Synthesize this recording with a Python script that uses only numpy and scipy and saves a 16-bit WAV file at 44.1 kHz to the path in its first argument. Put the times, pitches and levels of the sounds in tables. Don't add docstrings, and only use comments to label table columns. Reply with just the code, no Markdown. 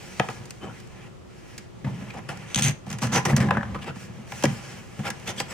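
import sys
import numpy as np
from scipy import signal
from scipy.fft import rfft, irfft
from scipy.io import wavfile
from scipy.ndimage import uniform_filter1d

SR = 44100
rng = np.random.default_rng(int(sys.argv[2]) if len(sys.argv) > 2 else 0)


def elevation(decibels):
    levels = np.asarray(decibels, float)
    return 10 ** (levels / 20)


def waveform_to_disk(signal):
    frames = np.transpose(np.atleast_2d(signal))
    scaled = np.clip(frames, -1, 1) * 32767
    samples = np.round(scaled).astype(np.int16)
    wavfile.write(sys.argv[1], SR, samples)


N = 243873


def work_piece():
    # hz, width_hz, level_db
    board_modes = [(80.7, 26, -9.5), (112.6, 24.8, 0), (139.5, 22, 1.5), (184, 17.8, -1),
                   (218.3, 22.6, -1.5), (268, 57, -20.5)]
    skin_modes = [(318, 60, -3), (472, 53, -2), (521.5, 45, 1), (667, 183, -2.5), (732, 72, 1),
                  (800, 55, 0), (964, 88, -1.5), (1176, 275, -7.5)]
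    pane_modes = [(1230, 93, -20.5), (1400, 151, -3), (1540, 220, -4), (1710, 129, -1.5), (1954, 152, -0.5),
                  (2210, 523, -2), (2600, 463, -1), (3082, 560, -6)]
    grit_modes = [(4140, 2000, -5.5), (5230, 1050, 0.5), (5820, 700, 1), (6900, 800, -3.5), (7570, 490, -2),
                  (8600, 1380, -7), (9900, 790, -7.5), (10900, 700, -12), (14000, 2400, -12.5),
                  (15200, 1600, -15)]
    # unshared sound between the microphones, side_db
    side_db = [-22.5, -11, -6.5, -4.5]
    rough_db = [1.5, 2.5, 3.0, 3.5]
    stroke_wander_db = [1.2, 1.2, 1.2, 1.2]
    top_hz = [500, 1900, 3600, 16000]

    grain = elevation(-5.0) + elevation(-12.5) * crackle(160)
    clumps_db = 0.78 * drift(51) + 0.39 * drift(100) + chatter_db(0.52)
    nap_db = 1.2 * drift(10)
    out = 0
    for part, modes in enumerate((board_modes, skin_modes, pane_modes, grit_modes)):
        strokes = stroke_gain(part) * grain * friction(rough_db[part], clumps_db)
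        knocks = knock_force(part) * rng.standard_normal((2, N))
        cloth = glove_gain(part) * elevation(-4.5) * friction(1.6, nap_db)
        ringing = resonate(strokes, modes, stroke_wander_db[part])
        ringing = ringing + resonate(cloth + knocks, modes, wander_db=0.75)
        top = signal.butter(2, min(top_hz[part], .45 * SR), fs=SR, output="sos")
        out = out + signal.sosfilt(top, ringing) * elevation(np.array([[0], [side_db[part]]]))
    return out


def stroke_gain(part):
    # start_s, length_s, weight_db, slide_db, peak_place (0-1)
    scores = [
        (2.545, 0.081, -28.5, -33.5, 0.67),
        (2.62, 0.11, -23.5, -29.5, 0.39),
        (1.84, 0.19, -25, -69, 0),
        (4.44, 0.12, -25, -53, 0.26),
    ]
    # start_s, length_s, weight_db, slide_db, peak_place (0-1)
    rubs = [
        (2.86, 0.15, -31.5, -48, 0.38),
        (3.014, 0.069, -19, -28, 0.2),
        (3.06, 0.14, -24, -60, 0.37),
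        (3.27, 0.067, -23, -34, 0.62),
        (3.31, 0.04, -12.5, -46, 0.54),
        (3.365, 0.16, -15, -46, 0.1),
        (3.398, 0.043, -24, -36, 0.18),
        (3.365, 0.033, -35, -31, .1),
        (5.36, 0.07, -34.5, -34, 0.71),
    ]
    # start_s, length_s, weight_db, slide_db, peak_place (0-1)
    slides = [
        (.595, 0.16, -36.5, -63, 0.43),
        (2.13, 0.074, -43, -54, .75),
        (2.285, 0.055, -38.5, -42, 0.12),
        (3.115, 0.1, -25.5, -30, 0.48),
        (3.805, 0.072, -50, -51.5, 0.35),
        (3.515, 0.11, -21, -61, 0.33),
        (3.855, 0.064, -30, -52, 0.34),
        (5.03, .07, -28.5, -36.5, 0.65),
        (5.255, 0.078, -37.5, -35.5, 0.45),
        (5.48, 0.058, -45.5, -40, 0.72),
    ]
    score_db = [0.6, -10.5, 0, 0.5]
    rub_db = [-0.3, -4.5, -2, -1.5]
    slide_extra_db = [0.12, 4.1, 5.7, 0.11]
    rise_db = [7.8, 14, 17.6, 19]
    fall_db = [16.4, 23, 37, 27.6]

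    power = np.zeros(N)
    for rows, extra_db in ((scores, score_db), (rubs, rub_db), (slides, slide_extra_db)):
        for start_s, length_s, weight_db, slide_db, place in rows:
            peak_db = drive_db(part, weight_db, slide_db, extra_db)
            power += swell(start_s, length_s, peak_db, place, rise_db[part], fall_db[part])
    return np.sqrt(uniform_filter1d(power, size=90).clip(0))


def knock_force(part):
    # start_s, weight_db, snap_db, t60_s
    raps = [(.196, -14.5, -19, .017), (.2865, -28, -32.5, 0.018), (1.844, -26, -59, 0.028),
            (2.188, -34, -47, 0.028), (2.288, -34, -33, 0.038), (2.575, -34, -29, 0.027),
            (2.586, -38, -30, 0.033), (3.298, -24, -33, .03), (3.4016, -49, -29.5, 0.051),
            (3.445, -40, -53, 0.019), (3.612, -46, -52, 0.015), (5.382, -52, -35, 0.041),
            (3.4858, -22, -43, 0.03), (3.5068, -13, -25.5, 0.02), (3.6305, -33, -42.5, .026),
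            (3.7444, -26.5, -46, 0.054), (3.788, -41, -45, 0.022), (4.3196, -33, -28.5, 0.02),
            (5.4002, -33, -16.5, 0.023)]
    # start_s, weight_db, snap_db, t60_s
    taps = [(.2975, -37, -38, 0.075), (.398, -36, -61, 0.026), (.4542, -54, -35.5, 0.032),
            (.4974, -61, -41, .02), (.5058, -43, -25.5, 0.022), (1.8626, -21, -57, 0.038),
            (2.1377, -33.5, -45.5, 0.082), (2.5940, -38, -20, .014), (2.8641, -31.5, -43, 0.04),
            (2.9017, -38, -30, 0.034), (3.2512, -21.5, -17.5, 0.068), (3.3635, -26.5, -12.5, 0.026),
            (3.57, -13.5, -33, 0.021), (3.9567, -32.5, -46, 0.044), (4.0864, -24, -82, 0.031),
            (4.1835, -29.5, -77, 0.03), (4.4361, -16, -14.5, 0.043), (4.9906, -25, -45, 0.06),
            (5.2744, -36, -26, 0.024), (5.3657, -59, -36, 0.019)]
    # start_s, weight_db, snap_db, t60_s
    ticks = [(.799, -49, -39, .038), (1.5781, -43, -25.5, 0.044), (2.371, -44, -33.5, .03),
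             (2.5458, -46, -27, 0.015), (2.5588, -22, -24, 0.018), (2.6235, -29, -14, 0.014),
             (2.9115, -41, -27, 0.031), (2.9256, -36, -25.5, 0.048), (2.9842, -35, -27, 0.037),
             (3.0195, -45, -21, 0.023), (3.069, -20, -25, 0.023), (4.4237, -24, -21, 0.025),
             (4.4524, -9, -15.5, .021), (5.1016, -30, -16, 0.03), (3.196, -45, -24, .015),
             (3.325, -50, -36, .015), (5.2648, -50, -38, .015), (5.197, -58, -33, .02),
             (.872, -60, -41, .025), (5.5187, -49, -40, 0.054)]
    rap_db = [.1, 8.3, 4.05, .1]
    tap_db = [2.1, 0.8, -4, 0]
    tick_db = [-3.5, -6, -6, -3]
    knock_db = [2, 0, 0, -5]
    stretch = [1.15, 0.92, 1.28, 0.96]

    envelope = np.zeros(N)
    for rows, extra_db in ((raps, rap_db), (taps, tap_db), (ticks, tick_db)):
        for start_s, weight_db, snap_db, t60_s in rows:
            length_s = np.clip(t60_s, .004, .2) * stretch[part]
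            start = round(start_s * SR)
            after_s = np.arange(round(1.5 * length_s * SR)) / SR
            level_db = drive_db(part, weight_db, snap_db, extra_db) + knock_db[part]
            burst = elevation(level_db - 60 * after_s / length_s) * (1 - np.exp(-after_s / 0.00065))
            envelope[start:start + len(burst)] += burst[:N - start]
    return envelope


def glove_gain(part):
    # time_s, weight_db, slide_db
    handling = [(0.0, -38, -47.5), (.18, -47, -48.5), (.37, -34.5, -53.5), (.68, -57.5, -56.5),
                (.95, -41.5, -59.5), (1.2, -52, -71), (1.49, -51, -59), (1.7, -51, -68),
                (2.03, -32.5, -58.5), (2.45, -40.5, -59.5), (2.75, -47.5, -73), (3.1, -30.5, -50),
                (3.4, -23, -56), (3.9, -36.5, -58.5), (4.24, -40.5, -59), (4.5, -35.5, -43.5),
                (4.8, -41, -51.5), (5.53, -34.5, -51.5)]
    # start_s, length_s, weight_db, slide_db, peak_place (0-1)
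    brushes = [(.0, 0.12, -51, -51, 0.7), (0.293, 0.12, -65, -47.5, 0.26), (0.904, 0.18, -42, -60.5, 0.87),
               (1.298, 0.37, -53, -55, 0.74), (1.854, 0.38, -43.5, -54, 0.5), (2.307, 0.37, -35, -49.5, 1),
               (0.7, 0.14, -50, -54, 0.54), (3.617, 0.2, -28.5, -74, 0.6), (3.95, .14, -56, -45.5, 0.46),
               (4.271, 0.17, -60, -42.5, 0.83), (4.575, 0.17, -48, -47.5, 0.93),
               (4.961, .08, -45, -53, 0.6)]
    glove_db = [-2.3, -4, 0.95, 0.3]
    brush_db = [-3, -4, 4.5, -0.1]

    time_s, weight_db, slide_db = np.transpose(handling)
    rub_db = np.interp(np.arange(N) / SR, time_s, drive_db(part, weight_db, slide_db, glove_db))
    power = elevation(rub_db) ** 2
    for start_s, length_s, weight_db, slide_db, place in brushes:
        peak_db = drive_db(part, weight_db, slide_db, brush_db)
        power = power + swell(start_s, length_s, peak_db, place, rise_db=8.5, fall_db=15)
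    return np.sqrt(uniform_filter1d(power, size=400))


def drive_db(part, weight_db, sharp_db, extra_db):
    sharp_share = [.01, .35, .68, .99]
    return weight_db + sharp_share[part] * (sharp_db - weight_db) + extra_db[part]


def swell(start_s, length_s, peak_db, place, rise_db, fall_db):
    power = np.zeros(N)
    first = max(round(start_s * SR), 0)
    place = np.clip(place, .02, .98)
    u = np.linspace(0, 1, round(length_s * SR))[:N - first]
    away = np.where(u < place, (place - u) / place, (u - place) / (1 - place))
    depth_db = np.where(u < place, rise_db, fall_db) * away ** 2.32
    power[first:first + len(u)] = elevation(peak_db - depth_db) ** 2
    return power


def friction(rough_db, clump_db):
    sizes = elevation(rough_db * np.minimum(rng.exponential(1, N), 5) + clump_db)
    return rms_one(sizes * rng.standard_normal((2, N)))


def crackle(per_s):
    born = (rng.random(N) < per_s / SR) * elevation(3.5 * np.minimum(rng.exponential(1, N), 3))
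    return rms_one(signal.lfilter([1], [1, -np.exp(-1 / (0.001 * SR))], born))


def chatter_db(depth_db):
    rate_hz = 153.2 * (1 + 0.125 * drift(26.0))
    return depth_db * np.cos(2 * np.pi * np.cumsum(rate_hz) / SR)


def resonate(force, modes, wander_db):
    click = np.eye(1, SR // 2)[0]
    out, ringing = 0, 0
    for k, (hz, width_hz, level_db) in enumerate(modes):
        r = np.exp(-np.pi * width_hz / SR)
        b = (-1) ** k * elevation(level_db) * (1 - r * r) / 2 * np.array([1, 0, -1])
        a = [1, -2 * r * np.cos(2 * np.pi * hz / SR), r * r]
        feed = rms_one(elevation(wander_db * drift(7.6)))
        out = out + signal.lfilter(b, a, feed * force)
        ringing = ringing + signal.lfilter(b, a, click)
    return out / np.sqrt(np.sum(ringing ** 2))


def drift(rate_hz):
    r = np.exp(-2 * np.pi * rate_hz / SR)
    noise = rng.standard_normal(N + SR)
    return rms_one(signal.lfilter([1], [1, -2 * r, r * r], noise)[SR:])


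def rms_one(x):
    return x / np.sqrt(np.mean(x ** 2) + 1e-20)


def blows():
    # (hz, level_db, t60_s)
    spots = [
        ([(.1975, -15), (.287, -27.5)], [(131, -2, 0.044), (195.4, -0.5, 0.07), (464, -10, 0.087), (734, -6, 0.05), (878, -3.5, 0.045), (1267, 0.5, 0.023), (1665, -12, 0.07), (1950, 1.5, 0.02), (2600, -3, .025)]),
        ([(3.488, -37), (3.5085, -15), (3.570, -18.5), (3.630, -28.5), (3.750, -41)], [(568, -11.5, 0.16), (820, -1.5, 0.043), (950, -4, 0.049), (1167, 4.5, 0.014), (1540, 0.5, 0.034), (1760, 4.5, 0.01), (1880, -29, 0.038)]),
        ([(4.4405, -10.5), (4.4535, -25.5)], [(132, -9.5, 0.09), (228, 2, 0.048), (327, 0.5, 0.043), (402, -7, 0.066), (564, 1.5, 0.036), (800, -27, .04)]),
        ([(2.563, -17.5), (2.646, -17), (2.688, -18.5), (3.331, -13), (4.992, -20.5), (1.846, -21.5)], [(148, 0, 0.14), (121.5, -4.5, 0.14), (201, -8.5, 0.12)]),
    ]
    out = np.zeros(N)
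    after_s = np.arange(SR // 4) / SR
    for hits, modes in spots:
        for start_s, hit_db in hits:
            start = round(start_s * SR)
            for k, (hz, level_db, t60_s) in enumerate(modes):
                strength_db = hit_db + level_db + rng.normal(0, 0.5)
                fade = (-1) ** k * elevation(strength_db - 60 * after_s / t60_s)
                out[start:start + len(after_s)] += fade * np.sin(2 * np.pi * hz * after_s)
    soft = signal.sosfilt(signal.butter(2, 3200, fs=SR, output="sos"), out)
    return soft * elevation(np.array([[0], [-17]]))


def steel_tip():
    # hz, width_hz, level_db
    tip_modes = [(3260, 1140, -9), (6073, 235, 5), (6220, 540, 3), (6750, 360, -7), (7800, 390, -12),
                 (8870, 150, -6), (10000, 340, -17.5)]
    # start_s, peak_db
    slips = [(2.5456, -16.5), (2.5587, -16.5), (2.5652, -25), (2.575, -21.5), (2.5874, -19.5),
             (2.5936, -22), (2.6228, -16), (2.6295, -23), (2.635, -22.5), (2.642, -25), (2.6491, -24),
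             (2.6555, -29), (2.661, -28), (2.667, -29), (2.675, -31), (2.6825, -26), (2.696, -30),
             (2.902, -35.5), (2.9283, -38)]
    clicks, wakes = np.zeros(N), np.zeros(N)
    after_s = np.arange(SR // 50) / SR
    for start_s, peak_db in slips:
        start = round(start_s * SR)
        clicks[start] = elevation(peak_db + 22)
        wakes[start:start + len(after_s)] += elevation(peak_db + 5 - 60 * after_s / 0.012)
    chatter = bite_gain() * friction(4.4, chatter_db(3.0) + 1.8 * drift(60))
    force = chatter + wakes * rng.standard_normal((2, N)) + clicks * [[1], [0]]
    return resonate(force, tip_modes, wander_db=1.5) * elevation(np.array([[-4], [-11]]))


def bite_gain():
    # start_s, length_s, ring_db, peak_place (0-1)
    bites = [
        (2.462, 0.083, -43.5, 1),
        (2.56, 0.041, -34, 0.5),
        (2.618, 0.082, -24.5, 0.3),
        (2.888, 0.073, -50, 0.8),
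        (3.006, 0.11, -38, .3),
        (3.116, 0.1, -26, 0.38),
    ]
    power = sum(swell(*row, rise_db=14, fall_db=36) for row in bites)
    return np.sqrt(uniform_filter1d(power, size=90).clip(0))


def pings():
    # start_s, peak_db, hz, t60_s
    touches = [(3.2628, -16, 1900, 0.022), (3.294, -18, 2020, 0.019), (3.3053, -21, 1950, 0.02),
               (3.333, -19.5, 1730, 0.02), (3.364, -20, 1930, 0.02), (3.3804, -25, 1920, 0.02),
               (3.4016, -22, 1750, 0.02), (3.4064, -19, 1700, 0.02), (3.4334, -25, 1720, 0.02),
               (3.4593, -31, 1870, 0.02), (3.4873, -18, 1700, 0.017), (3.518, -25, 1680, 0.02),
               (3.551, -20, 1440, 0.02), (3.5808, -20, 1740, 0.022), (3.59, -26, 1706, 0.02),
               (3.6099, -20.5, 1750, 0.02), (3.6289, -28, 1320, 0.02), (3.6533, -33, 1730, 0.02),
               (5.274, -26, 2630, 0.022), (5.4011, -20, 2400, 0.016), (5.5184, -30, 1920, 0.018)]
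    out = np.zeros(N + SR)
    after_s = np.arange(SR // 10) / SR
    for start_s, peak_db, hz, t60_s in touches:
        start = round(start_s * SR)
        partner = elevation(-7) * np.sin(2 * np.pi * .55 * hz * after_s)
        pair = np.sin(2 * np.pi * hz * after_s) - partner
        fade = elevation(peak_db - 1 - 60 * after_s / np.clip(t60_s, .005, .06))
        out[start:start + len(after_s)] += fade * (1 - np.exp(-after_s / 0.00047)) * pair
    return out[:N] * elevation(np.array([[0], [-10]]))


def songs():
    # start_s, length_s, hz, width_hz, level_db
    singing = [(3.12, 0.08, 6030, 290, -31), (3.125, 0.055, 7200, 80, -36), (3.13, 0.085, 969, 53, -28.5),
               (3.13, 0.063, 1370, 66, -30), (3.135, 0.054, 2210, 90, -37), (3.135, 0.046, 2000, 90, -37),
               (2.62, 0.099, 2540, 300, -33.5), (2.64, 0.086, 1800, 250, -38),
               (5.265, 0.055, 3470, 216, -39), (5.265, 0.063, 6200, 100, -40.5), (5.27, .05, 3100, 80, -47),
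               (5.375, .03, 3260, 200, -34), (5.385, .045, 4700, 120, -41), (5.39, .03, 5000, 150, -41),
               (5.05, 0.042, 2200, 180, -40), (5.055, .035, 5300, 200, -42), (.225, 0.036, 800, 150, -36.5),
               (.288, 0.029, 760, 200, -38), (.61, 0.066, 1210, 210, -47), (.675, .065, 1380, 162, -48.5),
               (.615, 0.05, 357, 60, -37.5), (0.73, 0.064, 2000, 150, -52), (3.4, 0.04, 1770, 250, -34),
               (3.525, 0.038, 1740, 260, -40), (3.81, 0.037, 2900, 400, -42.5),
               (3.855, 0.056, 2600, 350, -42.5), (3.865, .06, 1400, 120, -41),
               (3.742, 0.031, 1170, 150, -34.5), (3.41, 0.094, 380, 110, -33),
               (2.285, 0.024, 9500, 500, -48.5), (1.85, 0.057, 890, 150, -41), (2.1, 0.013, 2330, 150, -36),
               (3.6, .25, 74, 30, -38), (3.86, 0.053, 750, 250, -44), (1.843, .014, 1700, 140, -37),
               (1.85, .1, 213, 21, -35.5), (1.97, .08, 220, 27, -40), (3.25, 0.089, 345, 97, -30.5),
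               (2.135, .07, 750, 75, -42.5), (2.285, 0.063, 745, 100, -41.5), (2.65, .07, 200, 36, -29.5)]
    out, grains = np.zeros((2, N)), friction(2.5, 0)
    for k, (start_s, length_s, hz, width_hz, level_db) in enumerate(singing):
        start, count = round(start_s * SR), round(length_s * SR)
        r = np.exp(-np.pi * max(width_hz, 15) / SR)
        force = grains[:, k * 5500:k * 5500 + count + 2000]
        a = [1, -2 * r * np.cos(2 * np.pi * hz / SR), r * r]
        tone = signal.lfilter([1, 0, -1], a, force)[:, -count:]
        out[:, start:start + count] += elevation(level_db) * rms_one(tone) * np.hanning(count) ** .5
    return out * elevation(np.array([[0], [-8]]))


def squeaks():
    # start_s, length_s, hz, level_db
    tones = [
        (.607, .05, 3060, -48),
        (.672, .018, 3030, -51),
        (.69, .03, 3120, -57),
        (.63, .05, 7900, -64),
        (3.86, .03, 7900, -58),
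        (3.835, .07, 2680, -50),
        (5.365, .065, 7720, -42),
        (5.48, .05, 7750, -47),
    ]
    out, waver = np.zeros(N), drift(37)
    for start_s, length_s, hz, level_db in tones:
        span = slice(round(start_s * SR), min(round((start_s + length_s) * SR), N))
        phase = 2 * np.pi * hz * np.cumsum(1 + .003 * waver[span]) / SR
        level = elevation(level_db + 3 + 1.5 * waver[span])
        out[span] += level * np.sin(phase) * np.hanning(len(phase)) ** .5
    return out * elevation(np.array([[0], [-8]]))


def room(x):
    t60_s = 0.25
    t = np.arange(SR // 2) / SR
    tail = rng.standard_normal((2, len(t))) * elevation(-60 * t / t60_s) * (t > .006)
    tail = signal.sosfilt(signal.butter(1, [350, 5000], "band", fs=SR, output="sos"), tail)
    tail = tail / np.sqrt(np.sum(tail ** 2, axis=1, keepdims=True))
    return signal.fftconvolve(x[None], tail, axes=1)[:, :N]


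def room_tone():
    # hz, level_db (per Hz)
    spectrum = [(15, -34), (25, -3.5), (114, -0.5), (301, -10.5), (354, -7), (451, -10), (887, -19),
                (1370, -19), (1480, -25), (2910, -28), (3920, -31), (7310, -34), (16000, -54)]
    # hz, level_db (rms)
    mains = [(120, -58.5), (360, -61)]
    hz = np.maximum(np.fft.rfftfreq(N, 1 / SR), 1)
    knot_hz, knot_db = np.transpose(spectrum)
    colour = elevation(np.interp(np.log(hz), np.log(knot_hz), knot_db))
    side = elevation(np.interp(np.log(hz), np.log([40, 150, 1000, 5000]), [-7, 5, 0.0, -0.5]))
    noise = irfft(rfft(rng.standard_normal((2, N))) * colour * [np.ones_like(hz), side], N)
    noise = elevation(-48.5) * noise / np.std(noise[0])
    t = np.arange(N) / SR
    hum = sum(elevation(level_db + 3) * np.sin(2 * np.pi * line_hz * t) for line_hz, level_db in mains)
    return noise + hum * [[1], [0]]


def scene():
    left_lead_s = 3.6e-5
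    mid, side = work_piece() + blows() + steel_tip() + squeaks() + pings() + songs()
    left, right = mid + side, mid - side
    shift = np.exp(-2j * np.pi * np.fft.rfftfreq(N, 1 / SR) * left_lead_s)
    near = np.array([left, irfft(rfft(right) * shift, N)])
    tone_mid, tone_side = room_tone()
    return near + elevation(-14.5) * room(mid) + [tone_mid + tone_side, tone_mid - tone_side]


def low_pass(x):
    return signal.sosfilt(signal.butter(12, 16500, fs=SR, output="sos"), x)


def record(dry):
    no_bass = signal.sosfilt(signal.butter(2, 45, "high", fs=SR, output="sos"), dry)
    rounded = 0.88 * np.tanh(no_bass / 0.92)
    mix = signal.sosfilt(signal.cheby2(12, 45, 16800, fs=SR, output="sos"), rounded)
    return low_pass(mix)


dry = scene()
out = record(dry)
waveform_to_disk(out)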